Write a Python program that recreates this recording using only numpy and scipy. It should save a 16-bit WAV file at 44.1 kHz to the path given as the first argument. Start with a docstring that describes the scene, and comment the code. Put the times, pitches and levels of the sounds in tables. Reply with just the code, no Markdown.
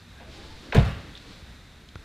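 """A car door swings shut in a large hard hall, close to a small mono microphone: metal contacts of latch and frame
strike and rattle through the door skin's resonances, low damped sines make the boom, shaped noise is the hall's answer.
Around it: a faint wavering hinge whine, a strap squeak and ring, bright bursts and trim chatter of short resonant noise.
Hall rumble and hiss, rustling, a low stir and a gust are coloured noise; a few ticks and one bump on the microphone housing."""
import sys
import numpy as np
from scipy import signal
from scipy.fft import rfft, irfft, next_fast_len
from scipy.io import wavfile
from scipy.ndimage import map_coordinates

SR = 44100
rng = np.random.default_rng(int(sys.argv[2]) if len(sys.argv) > 2 else 0)


def dump_mix(stems):
    """Bounce the given channels to the path in sys.argv[1] as a 16-bit WAV at rate SR."""
    frames = np.atleast_2d(stems).T  # one column per channel
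    limited = np.clip(frames, -1, 1)  # hard clip at full scale
    pcm = np.round(limited * 32767).astype(np.int16)
    wavfile.write(sys.argv[1], SR, pcm)


def elevation(decibels):
    """Turn decibel levels (scalar or array-like) into linear amplitude ratios."""
    levels = np.asarray(decibels, float)
    return 10 ** (levels / 20)


N = 89964


def unit(x):
    """Scale to rms 1."""
    return x / np.sqrt(np.mean(x ** 2) + 1e-20)


def along(points, hz):
    """Interpolate (f/Hz, value) points on a log frequency axis."""
    f, v = np.transpose(points)
    return np.interp(np.log(hz + 1), np.log(f + 1), v)


def curves(rows):
    """One value per sample for each column after the time."""
    s, *cols = np.transpose(rows)
    return [np.interp(np.arange(N) / SR, s, c) for c in cols]


def wobble(rate_hz):
    """Smooth random curve, rate_hz knots a second."""
    knots = rng.standard_normal(int(N * rate_hz / SR) + 4)
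    return map_coordinates(knots, [np.arange(N) * rate_hz / SR])


def filtered(x, response):
    """Apply a complex response of frequency to x by zero-padded FFT."""
    m = next_fast_len(len(x) + 8192)
    return irfft(rfft(x, m) * response(np.fft.rfftfreq(m, 1 / SR)), m)[:len(x)]


def rush(spectrum):
    """Coloured noise of rms 1."""
    return unit(filtered(rng.standard_normal(N), lambda f: elevation(along(spectrum, f))))


def add(track, s, x):
    """Mix x into track at time s."""
    part = track[round(s * SR):][:len(x)]
    part += x[:len(part)]


def resonance(f, hz, width_hz):
    """One causal resonance, gain 1 at its centre."""
    return 1j * f * width_hz / (hz * hz - f * f + 1j * f * width_hz)


def ring(modes, rise_s):
    """Damped sines that start together under a soft onset."""
    t = np.arange(SR // 2) / SR
    tones = sum(elevation(db - 60 * t / t60) * np.sin(2 * np.pi * hz * t) for hz, db, t60 in modes)
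    return tones * (1 - np.exp(-t / rise_s))


def bursts(rows):
    """Decaying noise through a squared resonance and a 7 kHz two-pole low-pass, scaled to peak."""
    out, t = np.zeros(N), np.arange(SR // 8) / SR
    for s, peak_db, hz, width_hz, t60 in rows:
        noise = rng.standard_normal(len(t)) * elevation(-60 * t / t60)
        burst = filtered(noise, lambda f: resonance(f, hz, width_hz) ** 2 / (1 + 1j * f / 7000) ** 2)
        add(out, s, elevation(peak_db) * burst / np.abs(burst).max())
    return out


def hall_noise():
    """Hall rumble and hiss: coloured noise, level nearly steady."""
    # relative spectrum: f/Hz, density/dB
    floor = [(12, -25), (25, -6.5), (70, -1.5), (110, -9.5), (170, -9.5), (330, -20.5), (600, -24.5),
             (1000, -26), (1600, -22.5), (2400, -25), (3100, -29.5), (3700, -22), (4600, -32),
             (6500, -36.5), (9000, -42.5), (12000, -46.5), (15000, -53), (16000, -72)]
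    return elevation(-48.5 + 0.96 * wobble(7.34)) * rush(floor)


def rustling():
    """Rustle: coloured noise under a level curve with fast random flutter."""
    # level: t/s, level/dB
    rustle = [(.0, -53), (.08, -70), (.25, -64), (.33, -49), (.5, -51), (.7, -53), (1.22, -55), (1.3, -51),
              (1.37, -52.5), (1.42, -57.5), (1.6, -67.5)]
    # relative spectrum: f/Hz, level/dB
    rustle_colour = [(600, 1.5), (1500, -3.5), (2600, -1.5), (3300, 0.5), (4000, 3.5), (4800, -1.5),
                     (6000, -9), (8000, -14.5), (15000, -34.5), (16000, -60)]
    return elevation(curves(rustle)[0] + 1.07 * wobble(40.87)) * rush(rustle_colour)


def low_stir():
    """Moving air and shuffling: low coloured noise, slowly unsteady."""
    # level: t/s, level/dB
    stir = [(0, -80), (.17, -67.5), (.22, -54.5), (.45, -54.5), (.64, -50.5), (.7, -51), (1.2, -55.5),
            (1.32, -53.5), (1.43, -60), (1.6, -73.5), (2.04, -60)]
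    # relative spectrum: f/Hz, level/dB
    stir_colour = [(15, -17), (40, -8), (100, -11), (300, -1), (800, -19.5), (2000, -20), (4000, -76)]
    return elevation(curves(stir)[0] + 3.6 * wobble(12.0)) * rush(stir_colour)


def gust():
    """Air pushed past the microphone by the swinging door: very low noise."""
    # level: t/s, level/dB
    gust_level = [(0, -77), (.2, -68), (.28, -43.5), (.36, -52.5), (.45, -47), (.62, -46.5), (.68, -83),
                  (2.04, -78)]
    # relative spectrum: f/Hz, level/dB
    gust_colour = [(15, 0), (35, -8.5), (70, -12.5), (130, -14), (300, -82)]
    return elevation(curves(gust_level)[0]) * rush(gust_colour)


def ticks():
    """Short bright ticks."""
    # t/s, peak/dB, f/Hz, width/Hz, t60/s
    tick_rows = [(1.164, -39, 3270, 1600, .03), (1.175, -37.5, 4100, 1800, 0.022),
                 (1.8878, -40, 3600, 1500, .03), (1.8878, -48, 6900, 1500, .006),
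                 (1.9559, -34.5, 3180, 3220, 0.011)]
    return bursts(tick_rows)


def housing_bump():
    """Bump on the microphone housing: low-passed negative snap, then damped housing modes."""
    # f/Hz, level before onset/dB, t60/s
    housing = [(77.6, -29, 0.081), (318, -41, 0.024), (1400, -28, 0.014)]
    bump_s = 1.9568
    out, t = np.zeros(N), np.arange(SR // 8) / SR
    snap = elevation(-27 - 60 * t / 0.0064)
    add(out, bump_s, -filtered(snap, lambda f: 1 / (1 + 1j * f / 3500) ** 3))
    add(out, bump_s + 0.00075, ring(housing, 0.00082))
    return out


def rough_tone(rows):
    """Sine on (t/s, f/Hz, level/dB) rows, faded at both ends; random pitch and level make it rough."""
    waver, jitter = .006, .016  # relative pitch deviation, slow and fast
    start, end = (0.027, rows[0][1], -120), (.75, rows[-1][1], -120)
    hz, db = curves([start, *rows, end])
    level = elevation(db + 2.5 * wobble(22) + 3 * wobble(120))
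    hz = hz * (1 + waver * wobble(30) + jitter * wobble(250))
    return level * np.sin(2 * np.pi * np.cumsum(hz) / SR)


def hinge():
    """Faint broken whine that rises as the door speeds up."""
    # t/s, f/Hz, level/dB
    whine = [(.235, 600, -67), (.275, 630, -46), (.3, 645, -56.5), (.345, 742, -73), (.39, 804, -52),
             (.43, 840, -66), (.48, 875, -58), (.54, 890, -53.5), (.58, 895, -72)]
    return rough_tone(whine)


def check_strap():
    """Check strap squeaks, then lets go and rings in damped modes."""
    # t/s, f/Hz, level/dB
    squeak = [(0.141, 1540, -84), (0.166, 1560, -54.5), (.19, 1620, -55), (.205, 1520, -80)]
    # f/Hz, level before onset/dB, t60/s
    strap = [(225, -45.5, .15), (520, -46, 0.16), (807, -51, 0.23)]
    out = rough_tone(squeak)
    add(out, 0.2034, ring(strap, 0.007))
    return out


def bright_bursts():
    """Short bright 3.65 kHz bursts, around the slam and again later."""
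    # t/s, peak/dB
    bright_rows = [(0.767, -26), (.7845, -29), (.794, -32), (.858, -45), (.876, -39), (.929, -42),
                   (1.1515, -33), (1.17, -41), (1.18, -40.5), (1.199, -42)]
    hz, width_hz, t60_s = 3650, 550, .015
    return bursts([(s, db, hz, width_hz, t60_s) for s, db in bright_rows])


def trim_chatter():
    """Loose trim: random short bursts, denser at first, levels falling with time."""
    start_s, start_db, t60_s, count = .79, -33, .75, 110
    late, pitch, size = rng.random((count, 3)).T
    late_s = .3 * late ** 1.5
    hz = 350 * 10 ** pitch
    peak_db = start_db - 60 * late_s / t60_s - 8 * size
    return bursts([(start_s + s, db, f, f / 2, .01) for s, db, f in zip(late_s, peak_db, hz)])


def hall(x):
    """Hall's answer: convolution with grainy noise, each frequency dying at its own speed."""
    # decay: f/Hz, t60/s
    hall_decay = [(50, 0.11), (150, 1.09), (280, 0.83), (600, 0.56), (1500, 0.89), (3000, 0.98),
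                  (6000, 0.64), (12000, 0.72)]
    # relative spectrum: f/Hz, level/dB
    hall_colour = [(40, 1), (100, -12), (200, -5), (340, 4.5), (600, 1), (1000, 5), (1500, 5.5), (2600, 5),
                   (3700, 0.5), (6000, -1), (15000, -2.5)]
    delay_s, rise_s, grain_db = .006, .025, 2.5
    hz, t, z = signal.stft(rng.standard_normal(SR), SR, nperseg=512)
    decay = elevation(-60 * t / along(hall_decay, hz)[:, None])
    tail = signal.istft(z * decay, SR, nperseg=512)[1]
    tail = tail * (1 - np.exp(-np.arange(len(tail)) / SR / rise_s))
    tail = tail * elevation(grain_db * wobble(121.3)[:len(tail)])
    tail = filtered(tail / np.linalg.norm(tail), lambda f: elevation(along(hall_colour, f)))
    return signal.fftconvolve(np.pad(x, (round(delay_s * SR), 0)), tail)[:N]


def boom():
    """Low thumps of the closing door, then weaker later thumps and an echo: damped sines with a soft onset."""
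    # t/s, level before onset/dB, f/Hz, t60/s, sign (+1 or -1)
    thumps = [(.755, -16.5, 60, .35, 1), (.778, -1.5, 126, .095, 1), (.7815, -9, 110, .04, -1),
              (.8005, -7.5, 80, .07, -1), (.862, -14, 98, .11, -1), (.92, -25, 65, .1, 1),
              (.965, -25, 90, .1, 1), (1.045, -35, 85, .15, 1), (.756, -14, 170, .06, 1),
              (.79, -14, 200, .08, 1), (.8235, -15, 58, .12, 1), (.83, -14, 140, .05, 1)]
    out = np.zeros(N)
    for s, db, hz, t60, sign in thumps:
        add(out, s, np.sign(sign) * ring([(hz, db, t60)], .003))
    return out


def latch(blur):
    """Metal contacts: strike plus decaying rattle through door skin modes and a flat crack; blur widens the modes."""
    # latch and frame: t/s, relative level/dB, rattle t60/s, treble tilt/(dB/octave above knee),
    # bass tilt/(dB/octave, 100 Hz to 1 kHz, positive thins the bass)
    contacts = [(0.199, -51.5, 0.58, -21, 1.5), (0.7239, -24.5, 0.096, -29, 5.5),
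                (0.7431, -37, 0.029, -9, -3), (0.7467, -22.5, 0.06, -6, -5.5),
                (0.751, -28.5, 0.055, -17, -8.5), (0.7602, -29.5, 0.076, -14, -8.5),
                (0.7656, -26, 0.09, -11.5, -2), (.776, -29, 0.098, -25, -7),
                (.785, -31.5, 0.034, -24, -8.5), (.797, -38, 0.21, -18, -1)]
    # door skin modes: f/Hz, width at blur 1/Hz, level at blur 1/dB
    skin_modes = [(223, 80, -3.5), (394, 81, 1.5), (471, 67, 6), (573, 142, 2.5), (680, 105, 4),
                  (910, 122, -1), (1030, 84, -1.5), (1540, 310, -2), (2420, 1640, -11.5),
                  (3840, 540, -26.5)]
    crack_db, impact_db, gain_db, knee_hz = -23, 13, 16.5, 3900
    lead = 256  # samples of room for the zero-phase tilt ahead of the strike
    out, t = np.zeros(N), np.arange(SR // 8) / SR

    def skin(f):
        modes = sum((-1) ** k * elevation(db) * resonance(f, hz, width_hz * blur)
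                    for k, (hz, width_hz, db) in enumerate(skin_modes))
        return elevation(crack_db) + modes / np.sqrt(blur)

    for s, db, t60, treble_db, bass_db in contacts:
        def tilt(f):
            treble = treble_db * np.log2(np.maximum(f / knee_hz, 1))
            bass = bass_db * np.log2(np.clip(f / 1000, .1, 1))
            return elevation(treble + bass)

        rattle = rng.standard_normal(len(t)) * elevation(-60 * t / t60)
        strike = elevation(impact_db) * (t == 0)
        hit = np.concatenate([np.zeros(lead), rattle + strike])
        add(out, s - lead / SR, elevation(db + gain_db) * filtered(hit, lambda f: skin(f) * tilt(f)))
    return out


def scene():
    """One microphone feeds both channels; the hall gets its own draw of the latch, with broader modes."""
    thud = boom()
    answer = elevation(-5.5) * hall(latch(4) + elevation(-4) * thud)
    background = hall_noise() + rustling() + low_stir() + gust()
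    small = ticks() + housing_bump() + check_strap() + bright_bursts() + trim_chatter()
    mix = latch(1.0) + thud + answer + hinge() + background + small
    return np.tile(mix, (2, 1))


def roll_off(x):
    """The treble ends steeply here."""
    return signal.sosfilt(signal.butter(12, 15760, fs=SR, output="sos"), x)


def record(dry):
    """Soft clipping, a faint random-phase side signal, hiss drawn per channel, band limit."""
    # side signal: f/Hz, side over mid/dB
    unlike = [(30, -28), (200, -61), (600, -43), (1500, -24), (3000, -22.5), (6000, -18), (10000, -11),
              (15000, -13)]
    # relative hiss spectrum: f/Hz, level/dB
    hiss_colour = [(100, 11), (8000, 2.5), (15000, -3.5), (16000, -28)]
    clip_top, clip_hard, hiss_db, top_hz = .66, 5, -68.5, 15760
    x = dry / (1 + np.abs(dry / clip_top) ** clip_hard) ** (1 / clip_hard)
    hz, _, z = signal.stft(x[0], SR, nperseg=512)
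    phase = np.exp(2j * np.pi * rng.random(z.shape))
    side = signal.istft(z * elevation(along(unlike, hz))[:, None] * phase, SR, nperseg=512)[1][:N]
    hiss = elevation(hiss_db) * np.array([rush(hiss_colour), rush(hiss_colour)])
    x = x + np.array([side, -side]) + hiss
    mix = np.array([filtered(c, lambda f: f < top_hz) for c in x])
    return roll_off(mix)


dry = scene()
out = record(dry)
dump_mix(out)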